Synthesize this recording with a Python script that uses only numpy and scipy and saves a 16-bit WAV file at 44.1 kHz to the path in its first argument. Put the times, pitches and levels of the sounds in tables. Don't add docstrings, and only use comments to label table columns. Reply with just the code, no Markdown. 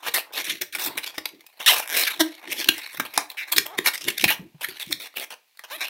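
import sys
import numpy as np
from scipy import signal
from scipy.fft import rfft, irfft
from scipy.io import wavfile
from scipy.ndimage import uniform_filter1d

SR = 44100
rng = np.random.default_rng(int(sys.argv[2]) if len(sys.argv) > 2 else 0)


def file_out(sig):
    cols = np.atleast_2d(sig).T
    lim = np.clip(cols, -1, 1)
    pcm = np.round(lim * 32767).astype(np.int16)
    wavfile.write(sys.argv[1], SR, pcm)


N = 259735

# f/Hz, density/dB before the overall level
HISS_SPECTRUM = [(24, -48), (40, -18), (1440, -13), (2380, 0), (8550, -12), (14800, -8), (16000, -14)]
HISS_DB = -67
# f/Hz, t60/s
ROOM_DECAY = [(300, 0.32), (2500, 0.23), (12000, 0.19)]
# peak t/s, level of the air column's hum/dB, rumble level/dB
HAND_THUDS = [(.07, -48, -77), (.4, -48, -78), (.514, -41, -51.5), (.78, -46, -66), (.88, -39.5, -50),
              (.97, -43, -58), (1.197, -54, -60), (1.345, -51.5, -72), (1.726, -63, -90), (1.976, -61, -82),
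              (2.205, -41, -56.5), (2.495, -41, -58), (2.601, -40.5, -73), (2.688, -42, -53),
              (3.008, -49, -45), (3.188, -49, -69), (3.582, -36, -49), (3.79, -50, -55), (4.075, -36, -44),
              (4.255, -43, -33), (4.429, -45.5, -43), (4.704, -51, -62), (4.91, -48, -46.5),
              (5.75, -53.5, -84)]
THUD_RISE_DB_PER_S, THUD_FALL_DB_PER_S = 396.5, 260.5
# t/s, level/dB, f/Hz, t60/s (held to at least 0.02)
COLUMN_KNOCKS = [(0.082, -27, 470, 0.043), (0.609, -34.5, 366, 0.122), (1.179, -26, 313, 0.044),
                 (1.335, -39, 338, 0.057), (2.689, -13.5, 324, 0.038), (2.997, -21.5, 267, 0.042),
                 (3.174, -23.5, 291, 0.059), (3.58, -22, 413, 0.044), (3.789, -12.5, 372, 0.024),
                 (4.079, -17, 392, 0.015), (4.236, -16.5, 327, 0.046), (4.393, -29.5, 188, 0.088),
                 (4.544, -35.5, 147, 0.075), (4.686, -34, 379, 0.07), (4.871, -28.5, 195, 0.032),
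                 (4.902, -26, 292, 0.054), (4.94, -43, 297, 0.056)]
COLUMN_HZ = 322
# t/s, wall and fizz level/dB, hollow level/dB, each before trims
HAND_RUB = [(0.0, -48, -49), (.3, -71, -45.5), (.469, -32.5, -63), (.73, -66, -91), (.828, -45, -39.5),
            (1.33, -60, -57), (1.561, -60.5, -64.5), (1.711, -23.5, -27.5), (1.87, -41, -42.5),
            (1.985, -27, -42), (2.35, -48, -46), (2.76, -36, -46.5), (3.45, -56.5, -56), (4.28, -42.5, -49),
            (4.52, -75.5, -68.5), (4.7, -39, -52.5), (5.478, -73.5, -76), (5.882, -36, -48)]
# t/s, slip rate/Hz, level/dB before its colour
SQUEAK_CURVES = [
    [(.494, 1130, -38), (.503, 2300, -32), (.516, 2550, -33)],
    [(1.8765, 112, -32.5), (1.925, 129, -27.5), (1.95, 274, -22.5), (2.037, 342, -22)],
    [(1.6615, 1790, -11.5), (1.674, 1742, -15), (1.678, 1280, -7.5), (1.686, 1370, -9), (1.691, 1150, -10),
     (1.703, 800, -14), (1.71, 340, -10.5), (1.726, 325, -22.5)],
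    [(2.1945, 382, -30.5), (2.2055, 338, -13), (2.2125, 312, -13), (2.228, 334, -36)],
    [(3.371, 320, -33), (3.385, 330, -24.5), (3.428, 320, -33.5), (3.443, 240, -35)],
    [(3.655, 300, -60.5), (3.69, 290, -61.5), (3.74, 430, -55), (3.765, 350, -57.5)],
    [(5.7, 400, -40), (5.714, 500, -29.5), (5.73, 590, -28), (5.75, 640, -28.5), (5.766, 670, -31)],
    [(5.8075, 377, -23), (5.825, 420, -26.5), (5.856, 660, -27.5)],
]
# unevenness/0-1, fizz level/dB, hollow level/dB, drive of the air column/dB
SQUEAK_TIMBRES = [(0.05, -14, -25, -60), (.4, -0.5, -7.5, -33.5), (0.08, -2, -11, -59.5),
                  (.05, -1.5, -4.5, -9), (0.2, -8, -39, -47.5), (.08, -16.5, 18.5, -46),
                  (0.05, -5, -10.5, -45), (0.3, -4, -12, -27)]
# break t/s, level/dB, fall/s, ring of the gripped patch f/Hz, hollow level/dB
GRIP_SNAPS = [(.1163, -37, 0.019, 2280, -16), (0.1822, -22, 0.029, 2660, -3.5),
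              (.443, -28.5, 0.047, 2296, -5), (.48, -30, 0.095, 2570, -6.5),
              (0.497, -17.5, 0.033, 2240, -19), (0.7498, -21, 0.023, 2240, -6.5),
              (0.9777, -22, 0.019, 1830, -3), (1.0631, -28, 0.046, 3410, -2), (1.144, -42, 0.07, 2300, -17),
              (1.1814, -22, 0.012, 2060, 2.5), (1.2564, -18.5, 0.0071, 2260, -7.5),
              (1.29, -38, 0.0069, 2300, -13), (1.408, -40.5, 0.0087, 2100, -3),
              (1.466, -36.5, 0.0071, 2450, -13), (1.7288, -19, 0.021, 3850, -2),
              (1.7435, -22, 0.0046, 3470, -17), (1.7814, -30.5, 0.063, 2380, -2),
              (2.0365, -17.5, .005, 4000, -14.5), (2.05, -19.5, 0.018, 3320, -30),
              (2.1577, -40, 0.0136, 2860, -4), (2.351, -37.5, .006, 2300, -20),
              (2.644, -21.5, 0.0067, 3000, -15), (2.6733, -27, 0.0096, 4300, -30),
              (2.6881, -1, 0.0078, 3000, -8), (2.7803, -32.5, 0.038, 2000, -2), (2.874, -45, .008, 3700, 6),
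              (2.999, -15, 0.012, 1670, -4.5), (3.0517, -30, 0.022, 3100, 2.5),
              (3.1596, -34.5, .015, 4410, -5), (3.1766, -7, 0.0052, 2450, -4), (3.1841, -29, .06, 2100, 3),
              (3.3017, -26, 0.0064, 4270, -27), (3.3163, -32, .006, 2260, -20),
              (3.5633, -19.5, 0.033, 3720, -33), (3.5826, -2.5, 0.0054, 2350, -24),
              (3.97, -37, .006, 2800, -12), (3.978, -28, 0.0094, 3520, -14), (4.0102, -32, 0.036, 2685, -3),
              (4.0428, -27.5, 0.0045, 2710, -13.5), (4.0506, -33, 0.02, 3520, -19),
              (4.1023, -17.5, 0.0092, 2400, -17), (4.1967, -21, .006, 2740, -22),
              (4.2101, -18.5, 0.0089, 2530, -13.5), (4.2218, -26, 0.024, 2380, -30.5),
              (4.241, -10, 0.016, 2650, -4), (4.3037, -16, 0.045, 2470, -5), (4.6865, -30, 0.021, 2210, -8),
              (5.14, -45, 0.0048, 2500, 10), (5.1795, -27.5, 0.021, 2700, 0.5),
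              (5.1985, -24.5, 0.0065, 2330, -10), (5.573, -43, 0.0044, 4250, -12.5)]
# peak t/s, level/dB, rise/s, fall/s (held to at least 0.0015), ring f/Hz, hollow level/dB
GRIP_SWELLS = [(0.083, -21.5, 0.039, 0.014, 2290, -1), (0.3865, -19, 0.042, 0.035, 2270, -6),
               (1.0439, -24.5, 0.021, .004, 3790, -10), (1.603, -29, 0.0089, 0.043, 2270, -2.5),
               (2.106, -18.5, .012, 0.014, 2320, -17), (2.5294, -19, 0.038, 0.0049, 2380, -12.5),
               (2.6021, -19.5, 0.042, 0.032, 3370, -11), (2.9482, -33, 0.017, 0.011, 3550, 3.5),
               (2.9758, -25, 0.0086, .003, 3750, -18), (3.6652, -26, 0.0087, 0.0027, 2220, 0.5),
               (3.7888, -10, 0.0096, 0.0014, 3667, -8.5), (3.856, -25, 0.018, .006, 2295, -1.5),
               (4.0856, -14, .013, .01, 2210, -6.5), (4.183, -11, .005, 0.0014, 3680, -22),
               (4.6474, -20, 0.018, 0.007, 1670, -32.5), (4.9262, -16.5, .008, 0.0048, 4200, -11),
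               (5.1716, -24.5, 0.016, 0.0057, 2500, -4), (5.594, -33, 0.0039, 0.006, 1859, -5.5)]
# t/s, level/dB, hold/s, ring f/Hz, hollow level/dB
GRIP_DRAGS = [(0.03, -40, 0.019, 2880, 3), (0.1392, -20.5, 0.038, 1980, -4),
              (0.333, -34.5, 0.05, 2520, -2.5), (0.473, -31.5, 0.0082, 1940, 1),
              (0.6123, -23.5, 0.0099, 3600, -13), (0.6156, -34.5, 0.02, 1870, 0),
              (0.7255, -33.5, 0.019, 3910, -34), (0.7854, -26.5, .1, 3670, -11.5),
              (0.9727, -29, 0.015, 2680, -0.5), (1.946, -26, 0.1, 2260, -5),
              (2.0677, -20, .02, 2300, -18.5), (3.139, -34.5, 0.028, 3650, -7.5),
              (3.4766, -41.5, 0.028, 1770, -3.5), (3.516, -29.5, 0.0017, 3680, 0),
              (3.52, -20.5, 0.017, 3500, -9), (3.859, -12, 0.03, 2230, -7.5),
              (3.936, -26.5, 0.025, 2110, -12), (4.279, -19, 0.0336, 1880, -34),
              (4.6098, -32.5, 0.03, 2547, 0.5), (4.634, -31.5, 0.0044, 3478, -24.5),
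              (4.7717, -46, 0.0046, 2280, -24), (4.798, -30, 0.031, 3650, -12),
              (4.9093, -29.5, .012, 3520, 4), (4.9997, -33, 0.074, 3580, -6),
              (5.206, -31, 0.04, 2230, -2.5), (5.304, -35.5, 0.037, 2500, 1.5),
              (5.638, -39, 0.019, 2690, 2)]
SUDDEN_S = .002
SNAP_FALL_DB, SWELL_FALL_DB, DRAG_SAG_DB = 18.5, 13, 2.5
SNAP_FIZZ_DB, SWELL_FIZZ_DB, DRAG_FIZZ_DB = 0.2, -2.96, -1.2
SNAP_TICK_DB, SWELL_TICK_DB, DRAG_TICK_DB = 7.5, 3.5, 4.5
# centre f/Hz, width/Hz, relative level/dB
HOLLOW_MODES = [(716, 1380, 2), (900, 400, 9), (1200, 680, -2.5)]
# centre f/Hz, width/Hz, relative level/dB
WALL_MODES = [(1648, 340, -2.5), (2259, 245, 2.5), (2773, 280, -2), (3643, 406, -0.5), (4234, 470, 1)]
# centre f/Hz, width/Hz, relative level/dB
FIZZ_MODES = [(5360, 680, 6), (7150, 300, -5.5), (8450, 2500, -4.5), (11960, 1500, 9.5), (13530, 5000, 14),
              (16300, 1800, 10)]
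EDGE_HZ = 15900


def amp(db):
    return 10 ** (np.asarray(db) / 20)


def evened(x):
    return x / np.sqrt(np.mean(x ** 2) + 1e-20)


def read(points, hz):
    f, value = np.transpose(points)
    return np.interp(np.log(hz + 1), np.log(f + 1), value)


def along(rows):
    s, *columns = np.transpose(rows)
    t = np.arange(N) / SR
    return [np.interp(t, s, column) for column in columns]


def add(mix, s, sound):
    start = max(round(s * SR), 0)
    part = mix[..., start:start + sound.shape[-1]]
    part += sound[..., :part.shape[-1]]


def drift(count, span):
    return uniform_filter1d(rng.standard_normal(count), int(span)) * np.sqrt(int(span))


def resonate(x, hz, width):
    phase = 2 * np.pi * np.cumsum(hz * np.ones(len(x))) / SR
    turn = np.exp(1j * phase)
    r = np.exp(-np.pi * width / SR)
    ring = turn * signal.lfilter([1], [1, -r], x / turn)
    return np.sqrt(2 * (1 - r * r)) * ring.real


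def slips(per_s, uneven, spread_db, hiss):
    count = len(per_s)
    turns = np.cumsum(per_s * np.exp(uneven * drift(count, 40))) / SR
    ticks = np.diff(np.floor(turns), prepend=-1) * np.sqrt(SR / per_s)
    power_trim_db = spread_db ** 2 * np.log(10) / 20
    size = amp(spread_db * rng.standard_normal(count) - power_trim_db)
    tiny = rng.standard_normal(count)
    return np.sqrt(1 - hiss) * ticks * size + np.sqrt(hiss) * tiny


def floor():
    hz = np.fft.rfftfreq(N, 1 / SR)
    spectrum = rfft(rng.standard_normal(N)) * amp(read(HISS_SPECTRUM, hz))
    return amp(HISS_DB) * evened(irfft(spectrum, N))


def room(x):
    taps = np.zeros(SR // 2)
    at = np.arange(200, len(taps) - 20, 20)
    taps[at + rng.integers(0, 20, len(at))] = rng.choice([-1., 1.], len(at))
    hz, t, z = signal.stft(taps, SR, nperseg=256)
    decay = amp(-60 * t / read(ROOM_DECAY, hz)[:, None])
    tail = signal.istft(z * decay, SR, nperseg=256)[1]
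    tail *= amp(-11.5) / np.linalg.norm(tail)
    return signal.fftconvolve(x, tail)[:N]


def thuds():
    t = np.arange(N) / SR
    level = np.zeros((2, N))
    for s, hum_db, rumble_db in HAND_THUDS:
        shape_db = np.where(t < s, THUD_RISE_DB_PER_S * (t - s), THUD_FALL_DB_PER_S * (s - t))
        level = np.maximum(level, amp([[hum_db], [rumble_db]]) * amp(shape_db))
    hum = resonate(resonate(rng.standard_normal(N), COLUMN_HZ, 100), COLUMN_HZ, 130)
    rumble = resonate(resonate(rng.standard_normal(N), 150, 160), 160, 200)
    lumps = amp(2 * drift(N, 600))
    return lumps * (level[0] * evened(hum) + level[1] * evened(rumble))


def knocks():
    out, t = np.zeros(N), np.arange(SR // 3) / SR
    for s, db, hz, t60 in COLUMN_KNOCKS:
        puff = evened(resonate(drift(len(t), 42), 140, 300))
        swing = np.sin(2 * np.pi * hz * t) + 0.18 * puff
        onset = 1 - np.exp(-t * hz * 2.0)
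        add(out, s, amp(db - 60 * t / max(t60, .02)) * onset * swing)
    return out


def hands():
    rub_db, hollow_db = along(HAND_RUB)
    catch_db = 5.5 * np.minimum(drift(N, 300), 1.4)
    rub = amp(catch_db - 3) * slips(np.full(N, 1600.), uneven=.9, spread_db=5, hiss=0.43)
    return rub * amp([hollow_db, rub_db - 1.5, rub_db - 3.5])


def squeaks():
    force, column = np.zeros((3, N)), np.zeros(N)
    for rows, timbre in zip(SQUEAK_CURVES, SQUEAK_TIMBRES):
        uneven, fizz_db, hollow_db, column_db = timbre
        s, *columns = np.transpose(rows)
        t = np.arange(s[0], s[-1], 1 / SR)
        per_s, db = (np.interp(t, s, c) for c in columns)
        push = amp(db) * slips(per_s, uneven, spread_db=0.5 + 5.8 * uneven, hiss=0.035)
        add(force, s[0], push * amp([[hollow_db], [-3], [fizz_db]]))
        add(column, s[0], amp(column_db) * push)
    return force, resonate(column, COLUMN_HZ, 25)


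def burst(s, db, rise, length, fade_db, ring_hz, fizz_db, hollow_db, tick_db):
    length = max(length, .0015)
    t = np.arange(-1.5 * rise, length + .006, 1 / SR)
    shape_db = np.where(t < 0, 20 * t / rise, -fade_db * t / length)
    shape_db -= 4000 * np.maximum(t - length, 0)
    shape_db += 2.94 * np.minimum(drift(len(t), 87), 1.3)
    push = amp(db + shape_db) * slips(np.full(len(t), 2200.), uneven=.6, spread_db=2.5, hiss=.12)
    push[np.argmax(t >= 0)] += amp(db + tick_db)
    padded = np.pad(push, (0, 500))
    ring = amp(-14.5) * resonate(resonate(padded, ring_hz, 480), ring_hz, 1400)
    return s + t[0], push * amp([[hollow_db], [-4], [fizz_db]]), ring


def bursts():
    force, patch = np.zeros((3, N)), np.zeros(N)
    grips = []
    for s, db, fall, hz, low in GRIP_SNAPS:
        grips.append(burst(s, db, SUDDEN_S, fall, SNAP_FALL_DB, hz, SNAP_FIZZ_DB, low, SNAP_TICK_DB))
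    for s, db, rise, fall, hz, low in GRIP_SWELLS:
        grips.append(burst(s, db, rise, fall, SWELL_FALL_DB, hz, SWELL_FIZZ_DB, low, SWELL_TICK_DB))
    for s, db, hold, hz, low in GRIP_DRAGS:
        grips.append(burst(s, db, SUDDEN_S, hold, DRAG_SAG_DB, hz, DRAG_FIZZ_DB, low, DRAG_TICK_DB))
    for s, push, ring in grips:
        add(force, s, push)
        add(patch, s, ring)
    return force, patch


def balloon(force):
    out = np.zeros(N)
    families = (HOLLOW_MODES, WALL_MODES, FIZZ_MODES)
    bands_hz = ((420, 2480), (1150, 7500), (4600, 14670))
    for push, modes, band_hz in zip(force, families, bands_hz):
        total = np.linalg.norm(amp([db for _, _, db in modes]))
        ring = np.zeros(N)
        for k, (hz, width, db) in enumerate(modes):
            level = amp(db + 3.1 * drift(N, 4000)) / total
            moving_hz = hz * (1 + 0.058 * drift(N, 2500))
            ring += (-1) ** k * level * resonate(push, moving_hz, width)
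        out += signal.sosfilt(signal.butter(2, band_hz, "band", fs=SR, output="sos"), ring)
    return out


def scene():
    force, patch = bursts()
    squeak, column = squeaks()
    near = balloon(force + squeak + hands()) + patch + column + knocks()
    return (near + room(near) + thuds() + floor())[None]


def record(dry):
    thin = signal.sosfilt(signal.butter(2, 70, "high", fs=SR, output="sos"), dry)
    band_limit = signal.firwin(511, EDGE_HZ, window=("kaiser", 9), fs=SR)
    return signal.oaconvolve(np.clip(thin, -1, 1), band_limit[None], "same")


dry = scene()
out = record(dry)
file_out(out)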